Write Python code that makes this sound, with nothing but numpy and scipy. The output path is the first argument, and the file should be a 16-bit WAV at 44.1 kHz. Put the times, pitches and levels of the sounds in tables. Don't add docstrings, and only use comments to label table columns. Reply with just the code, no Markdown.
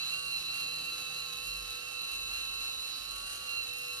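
import sys
import numpy as np
from scipy import signal
from scipy.fft import rfft, irfft, next_fast_len
from scipy.io import wavfile
from scipy.ndimage import uniform_filter1d, map_coordinates

SR = 44100
rng = np.random.default_rng(int(sys.argv[2]) if len(sys.argv) > 2 else 0)


def wrap_up_sound(samples):
    columns = np.atleast_2d(samples).T
    tamed = np.clip(columns, -1, 1)
    steps = np.round(tamed * 32767).astype(np.int16)
    wavfile.write(sys.argv[1], SR, steps)


N = 176400

# time in seconds, turns per second.
MOTOR_SPEED = [(0.0, 123.0), (0.06, 121.9), (0.18, 125.6), (0.36, 123.8), (0.42, 120.9), (0.6, 124.9),
               (0.68, 122.1), (0.76, 123.7), (0.84, 121.9), (0.88, 123.5), (1.1, 119.9), (1.16, 123.0),
               (1.24, 122.7), (1.32, 118.8), (1.38, 119.4), (1.46, 123.2), (1.52, 123.8), (1.74, 119.4),
               (1.82, 122.9), (1.94, 121.3), (2.02, 122.2), (2.18, 122.3), (2.26, 120.7), (2.34, 123.8),
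               (2.46, 121.4), (2.68, 122.6), (2.78, 119.8), (2.86, 122.8), (2.94, 120.1), (3.02, 120.6),
               (3.06, 122.8), (3.34, 126.3), (3.58, 124.6), (3.68, 121.4), (3.76, 122.8), (3.99, 122.5)]
def massager():
    speed, = curves(MOTOR_SPEED)
    angle = 2 * np.pi * np.cumsum(uniform_filter1d(speed, size=1500)) / SR
    noise = ride_noise(rattle(angle) + brushes(angle))
    return noise + whine(angle) + motor_hum(angle) + shaft_tones(angle) + rasp(angle)


# time in seconds, level in dB before the trim.
LOW_WHINE_RIDE = [(0.02, -44), (.08, -50.5), (.14, -37.5), (.22, -43), (.35, -39), (.42, -49), (.56, -38),
                  (.67, -41.5), (.75, -43), (.82, -46.5), (.88, -40.5), (.97, -49), (1.03, -44),
                  (1.09, -46), (1.2, -45), (1.33, -52.5), (1.39, -45), (1.53, -42.5), (1.65, -49.5),
                  (1.92, -46.5), (1.99, -42.5), (2.06, -47.5), (2.14, -42), (2.27, -47.5), (2.35, -40),
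                  (2.41, -45.5), (2.7, -44.5), (2.78, -61), (2.85, -46), (2.94, -58), (3.18, -47),
                  (3.22, -50.5), (3.26, -46.5), (3.34, -49.5), (3.38, -53), (3.52, -40.5), (3.6, -38.5),
                  (3.65, -48.5), (3.7, -43.5), (3.94, -44), (3.99, -52)]
HIGH_WHINE_RIDE = [(0.0, -38), (.1, -39), (.21, -48.5), (.36, -37), (.43, -43), (.51, -39.5), (.56, -47.5),
                   (.63, -40), (.8, -44), (.85, -47.5), (.92, -42.5), (1.11, -50.5), (1.2, -41.5),
                   (1.29, -47.5), (1.38, -45.5), (1.44, -51), (1.52, -44), (1.65, -51.5), (1.73, -44),
                   (1.86, -58), (2.0, -42), (2.08, -44), (2.36, -43), (2.6, -42), (2.98, -42.5),
                   (3.03, -49), (3.1, -41), (3.25, -51), (3.38, -76), (3.46, -47), (3.58, -39.5),
                   (3.78, -51), (3.99, -51.5)]
WHISTLE_RIDE = [(.2, -70), (.4, -57), (.6, -70), (1.3, -72), (1.48, -60.5), (1.85, -64), (2.05, -70),
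                (2.75, -67), (2.95, -58), (3.1, -63), (3.3, -74), (3.85, -60)]
# time in seconds, left gain in dB, left lag in radians.
WHINE_BEAM = [(0, -2, -0.082), (.55, -0.5, 0.29), (.92, 0, 1), (1.08, 0, 1), (1.55, 0.5, 0.63),
              (2.05, 1.5, -0.42), (2.22, 0, -0.54), (2.36, 2, 0.16), (2.5, 0, -0.54), (2.85, -1, -0.46),
              (3.05, -14, 0.1), (3.55, -5, -0.026), (3.72, 3, -0.64), (3.9, 7.5, 0.67)]
WHINE_TRIM_DB, FLUTTER_DB, THROB_DEPTH = 1.52, 1.1, 0.47
PINION_TEETH, WHEEL_TEETH = 11, 27
def whine(angle):
    low, high, thin = (amp(curves(ride)[0] + WHINE_TRIM_DB + FLUTTER_DB * wobble(45))
                       for ride in (LOW_WHINE_RIDE, HIGH_WHINE_RIDE, WHISTLE_RIDE))
    mesh = PINION_TEETH * angle + .02 * wobble(60)
    throb = 1 + THROB_DEPTH * np.cos(angle)
    left_db, left_lag = curves(WHINE_BEAM)
    beamed = np.array([amp(left_db) * np.cos(3 * mesh - left_lag), np.cos(3 * mesh)])
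    whistle = np.cos(4 * mesh + .9 * wobble(200))
    return np.sqrt(2) * (low * np.cos(2 * mesh) + throb * (high * beamed + thin * whistle))


MOTOR_PARTIALS = {3: (-71, 0), 5: (-76, 0), 9: (-61.5, 6), 10: (-66, 1), 11: (-59.5, -3), 12: (-71, 6),
                  13: (-70, 0), 15: (-68, 0), 19: (-66, 0), 21: (-65, 0), 23: (-60, 0), 25: (-60, 0),
                  55: (-59, -4), 66: (-61, 0)}
WHEEL_PARTIALS = {11: (-75, 4), 53: (-64, 0), 55: (-61, 0), 56: (-57, 0), 57: (-61, 0), 58: (-63, 0),
                  62: (-65, 0), 76: (-63, 0), 77: (-58, 0), 79: (-51, 1), 80: (-61, 0), 84: (-58, 0),
                  90: (-63, 0), 92: (-64, 0), 95: (-66, 0)}
def shaft_tones(angle):
    turned = at_temple()
    wheel_angle = angle * PINION_TEETH / WHEEL_TEETH
    buzz = np.zeros(N)
    for shaft, partials, wander_db in (angle, MOTOR_PARTIALS, 2), (wheel_angle, WHEEL_PARTIALS, 2.5):
        for multiple, (db, temple_db) in partials.items():
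            level = amp(db + temple_db * turned + wander_db * wobble(6.96))
            dispersion = 1.1 * multiple ** 2
            buzz += level * np.cos(multiple * shaft + dispersion)
    return np.sqrt(2) * buzz


# frequency in Hz, relative level in dB.
HOUSING_COLOUR = [(100, -25.5), (300, -22.5), (600, -27.5), (780, -10.5), (930, -20), (1250, -11),
                  (1800, -14.5), (2100, -16), (2450, -9), (2720, -4.5), (2950, -6), (3400, -11.5),
                  (3750, -9), (4050, 2.5), (4400, -12.5), (4800, -6), (5100, -13.5), (5400, -11.5),
                  (6100, -12.5), (6700, -6.5), (7400, -19), (8150, -5.5), (9000, -15), (10500, -16.5),
                  (12000, -15), (13000, -20.5), (14000, -32.5)]
RATTLE_DB = -54
def rattle(angle):
    teeth_passed = angle * PINION_TEETH / (2 * np.pi)
    tooth = np.arange(1, int(teeth_passed[-1]))
    pinion_error = rng.standard_normal(PINION_TEETH)[tooth % PINION_TEETH]
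    wheel_error = rng.standard_normal(WHEEL_TEETH)[tooth % WHEEL_TEETH]
    force = .6 * (pinion_error + wheel_error) + .25 * rng.standard_normal(N)[tooth]
    onsets = np.rint(np.interp(tooth, teeth_passed, np.arange(N))).astype(int)
    return amp(RATTLE_DB) * ring(np.bincount(onsets, force, N), HOUSING_COLOUR)


# frequency in Hz, relative level in dB.
SHEEN_COLOUR = [(100, -63), (7000, -4), (8800, 1.5), (9600, -0.5), (10200, -2), (11000, -60), (14000, -50)]
HISS_DB, SHEEN_DB, PUFF_SWING_DB = -46.5, -49, 1.5
SPARKS_PER_S, SPARK_DB, SPARK_SPREAD_DB = 290, -58, 3.5
def brushes(angle):
    puff = amp(PUFF_SWING_DB * np.cos(angle) + 1.33 * wobble(150))
    hiss = unit(puff * stereo_noise(HOUSING_COLOUR, DEVICE_CORRELATION))
    fires = rng.random(N) < SPARKS_PER_S / SR * puff
    strength = amp(SPARK_SPREAD_DB * np.clip(rng.standard_normal(N), -2, 2))
    spark_colour = [(2000, -5), (6000, 7), (9000, 14.5), (12000, 11.5), (14000, -44)]
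    sparks = filtered(fires * strength, lambda hz: amp(along(spark_colour, hz)))
    sheen = at_temple() * puff * stereo_noise(SHEEN_COLOUR, DEVICE_CORRELATION)
    return amp(HISS_DB) * hiss + amp(SPARK_DB) * unit(sparks) + amp(SHEEN_DB) * sheen


# time in seconds, body gain in dB, treble gain in dB.
NOISE_RIDE = [(0, 2.5, -1.5), (.2, 1, 2.5), (.45, 1.5, 2), (1, 0, 1), (1.55, -1, 1), (2, 0.5, 1.5),
              (2.7, 0, 0.5), (2.9, 0, 2.5), (3.2, -0.5, 0.5), (3.45, 1.5, 2.5), (3.7, -1, 0.5),
              (4, -1, 3.5)]
# centre in seconds, gain in dB.
TREBLE_SURGES = [(.58, 0.5), (.86, 2), (1.47, 5), (1.58, 3.5), (2.02, 0.5), (2.2, 2), (2.93, -5), (3.79, 3)]
CROSSOVER_HZ, SURGE_HALF_WIDTH_S = 7400, 0.037
def ride_noise(noise):
    noise = noise * amp(1.17 * wobble(12))
    treble = filtered(noise, lambda hz: 1 - 1 / (1 + (hz / CROSSOVER_HZ) ** 6))
    body_db, treble_db = curves(NOISE_RIDE)
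    surge_db = sum(db * bump(centre, SURGE_HALF_WIDTH_S) for centre, db in TREBLE_SURGES)
    return amp(body_db) * (noise - treble) + amp(treble_db + surge_db) * treble


# time in seconds, level in dB.
RASP_RIDE = [(.55, -54), (.9, -53), (2.8, -64), (2.95, -48), (3.05, -57), (3.58, -64), (3.7, -72)]
RASP_HZ, RASP_HALF_WIDTH_HZ = 4500, 260
def rasp(angle):
    noise = rng.standard_normal(N)
    band = filtered(noise, lambda hz: 1 / (1 + ((hz - RASP_HZ) / RASP_HALF_WIDTH_HZ) ** 4))
    puff = amp(PUFF_SWING_DB * np.cos(angle))
    return amp(curves(RASP_RIDE)[0]) * unit(band * puff)


# time in seconds, level in dB.
HUM_RIDE = [(0, -73), (.25, -62), (.45, -71.5), (.7, -64), (1.8, -62.5), (2.1, -66.5), (2.7, -65.5),
            (3, -76), (3.6, -62), (4, -60)]
def motor_hum(angle):
    return np.sqrt(2) * amp(curves(HUM_RIDE)[0]) * np.cos(4 * angle)


# start in seconds, peak in dB before the trim.
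TICK_CUES = [(2.0193, -41), (2.1181, -42), (3.2464, -50), (3.6366, -41), (3.7359, -37.5), (3.7848, -38),
             (3.8831, -38.5), (3.932, -38), (3.9844, -45)]
TICK_HZ, TICK_T60_S, TICK_TRIM_DB = 11700, 0.0074, 3.5
def brush_ticks():
    t = np.arange(SR // 100) / SR
    track = np.zeros(N + len(t))
    for start, db in TICK_CUES:
        phase = 2 * np.pi * TICK_HZ * t + np.cumsum(0.24 * rng.standard_normal(len(t)))
        envelope = amp(db + TICK_TRIM_DB - 60 * t / TICK_T60_S)
        track[round(start * SR):][:len(t)] += envelope * np.sin(phase)
    return track[:N]


# frequency in Hz, relative level in dB.
SKIN_COLOUR = [(60, -30), (180, -3), (250, -2), (350, -3.5), (600, -6), (2000, -40)]
RUB_DB = -61.5
def skin_rub():
    stroke = bump(centre_s=0.79, half_width_s=0.31)
    return amp(RUB_DB) * stroke * stereo_noise(SKIN_COLOUR, DEVICE_CORRELATION)


# centre in seconds, half width in seconds.
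TEMPLE_TURNS = [(0.214, 0.099), (3.265, 0.2)]
def at_temple():
    return sum(bump(centre, half_width) for centre, half_width in TEMPLE_TURNS)


# frequency in Hz, left minus right in dB.
PAN = [(120, -13), (480, -27), (800, 1.5), (1120, -10), (1380, -2.5), (2000, 1), (2700, -8.5), (3100, -4.5),
       (3600, -1.5), (3920, -7), (4060, -0.5), (4550, -4), (5400, -1), (8000, -1), (12000, 0)]
# frequency in Hz, left phase lead in radians.
LEFT_LEAD = [(120, 0), (860, -.8), (1380, -.4), (2100, -2.7), (2650, -4.6), (3300, -3.8), (4000, -4.15),
             (5000, -5.4), (5600, -6.1), (6550, -3.4), (8600, -2.8), (10000, -1.2), (10500, -.1),
             (13000, 0)]
def microphone_ports(hz):
    sides = np.array([[.5], [-.5]])
    gain = amp(sides * along(PAN, hz))
    phase = sides * along(LEFT_LEAD, hz)
    return gain / np.sqrt(np.mean(gain ** 2, axis=0)) * np.exp(1j * phase)


# frequency in Hz, left-right correlation (1 is mono).
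DEVICE_CORRELATION = [(200, 0.51), (1000, 0.54), (6200, 0.11), (7200, 0.79), (10000, 1), (11000, 0.88)]
def stereo_noise(colour, correlation):
    def mid_side(hz):
        width = np.arccos(np.clip(along(correlation, hz), -1, 1)) / 2
        return amp(along(colour, hz)) * [np.cos(width), np.sin(width)]
    mid, side = filtered(rng.standard_normal((2, N)), mid_side)
    return unit(np.array([mid + side, mid - side]))


ROOM_T60_S, ROOM_SEND_DB = .18, -17.5
def reflections(device):
    t = np.arange(SR // 3) / SR
    tails = rng.standard_normal((3, 2, len(t))) * amp(-60 * t / ROOM_T60_S)
    wet = sum(wobble(6) * signal.fftconvolve(device, tail, axes=1)[:, :N] for tail in tails)
    wet /= np.linalg.norm(tails[:, 0])
    return amp(ROOM_SEND_DB) * filtered(wet, lambda hz: 1 / (1 + (hz / 8000) ** 4))


# frequency in Hz, relative level in dB.
AIR_COLOUR = [(15, -21), (30, -18), (45, -3.5), (65, 0.5), (90, -8.5), (140, -6), (200, -10.5), (300, -11),
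              (600, -13.5), (2000, -51), (10000, -46)]
# frequency in Hz, level in dB, end in seconds.
ROOM_HUMS = [(157.7, -66.5, 1.66), (120.6, -72.5, 4.2)]
# start in seconds, end in seconds, level in dB.
DRONE_SWELLS = [(1.44, 1.727, -54.5), (2.08, 2.693, -60), (3.02, 3.327, -58.5)]
AIR_DB, DRONE_HZ, DRONE_DRIFT_HZ, FADE_S = -62.5, 45.8, 1.3, 0.17
def room_tone():
    t = np.arange(N) / SR
    fade = lambda s: np.clip(s / FADE_S + .5, 0, 1)
    hums = sum(amp(db) * fade(end - t) * np.sin(2 * np.pi * hz * t) for hz, db, end in ROOM_HUMS)
    swell = sum(amp(db) * fade(t - start) * fade(end - t) for start, end, db in DRONE_SWELLS)
    drone_hz = DRONE_HZ + DRONE_DRIFT_HZ * wobble(7.77)
    drone = swell * np.sin(2 * np.pi * np.cumsum(drone_hz) / SR)
    air = amp(AIR_DB) * stereo_noise(AIR_COLOUR, correlation=[(40, 1.0), (120, 0.34), (500, 0.64)])
    return (air + np.sqrt(2) * (hums + drone)) * amp([[-1.6], [1.6]])


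def amp(db):
    return 10 ** (np.asarray(db) / 20)


def unit(x):
    return x / np.sqrt(np.mean(x ** 2) + 1e-20)


def along(points, hz):
    freqs, values = np.transpose(points)
    return np.interp(np.log(hz + 1), np.log(freqs + 1), values)


def curves(rows):
    times, *columns = np.transpose(rows)
    return [np.interp(np.arange(N) / SR, times, column) for column in columns]


def bump(centre_s, half_width_s):
    return np.exp(-((np.arange(N) / SR - centre_s) / half_width_s) ** 2)


def wobble(rate):
    return map_coordinates(rng.standard_normal(int(N * rate / SR) + 4), [np.arange(N) * rate / SR])


def filtered(x, response):
    size = next_fast_len(N + SR // 2)
    return irfft(rfft(x, size) * response(np.fft.rfftfreq(size, 1 / SR)), size)[..., :N]


def ring(blows, colour, size=4096):
    cepstrum = irfft(np.log(amp(along(colour, np.fft.rfftfreq(size, 1 / SR)))))
    cepstrum[1:size // 2] *= 2
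    cepstrum[size // 2 + 1:] = 0
    impulse_response = irfft(np.exp(rfft(cepstrum)))
    return unit(signal.fftconvolve(blows, impulse_response)[:N])


def scene():
    device = massager() + skin_rub() + brush_ticks()
    return filtered(device, microphone_ports) + reflections(device) + room_tone()


BAND_LIMIT_HZ = 13900
def record(dry):
    return filtered(dry, lambda hz: hz < BAND_LIMIT_HZ)


dry = scene()
out = record(dry)
wrap_up_sound(out)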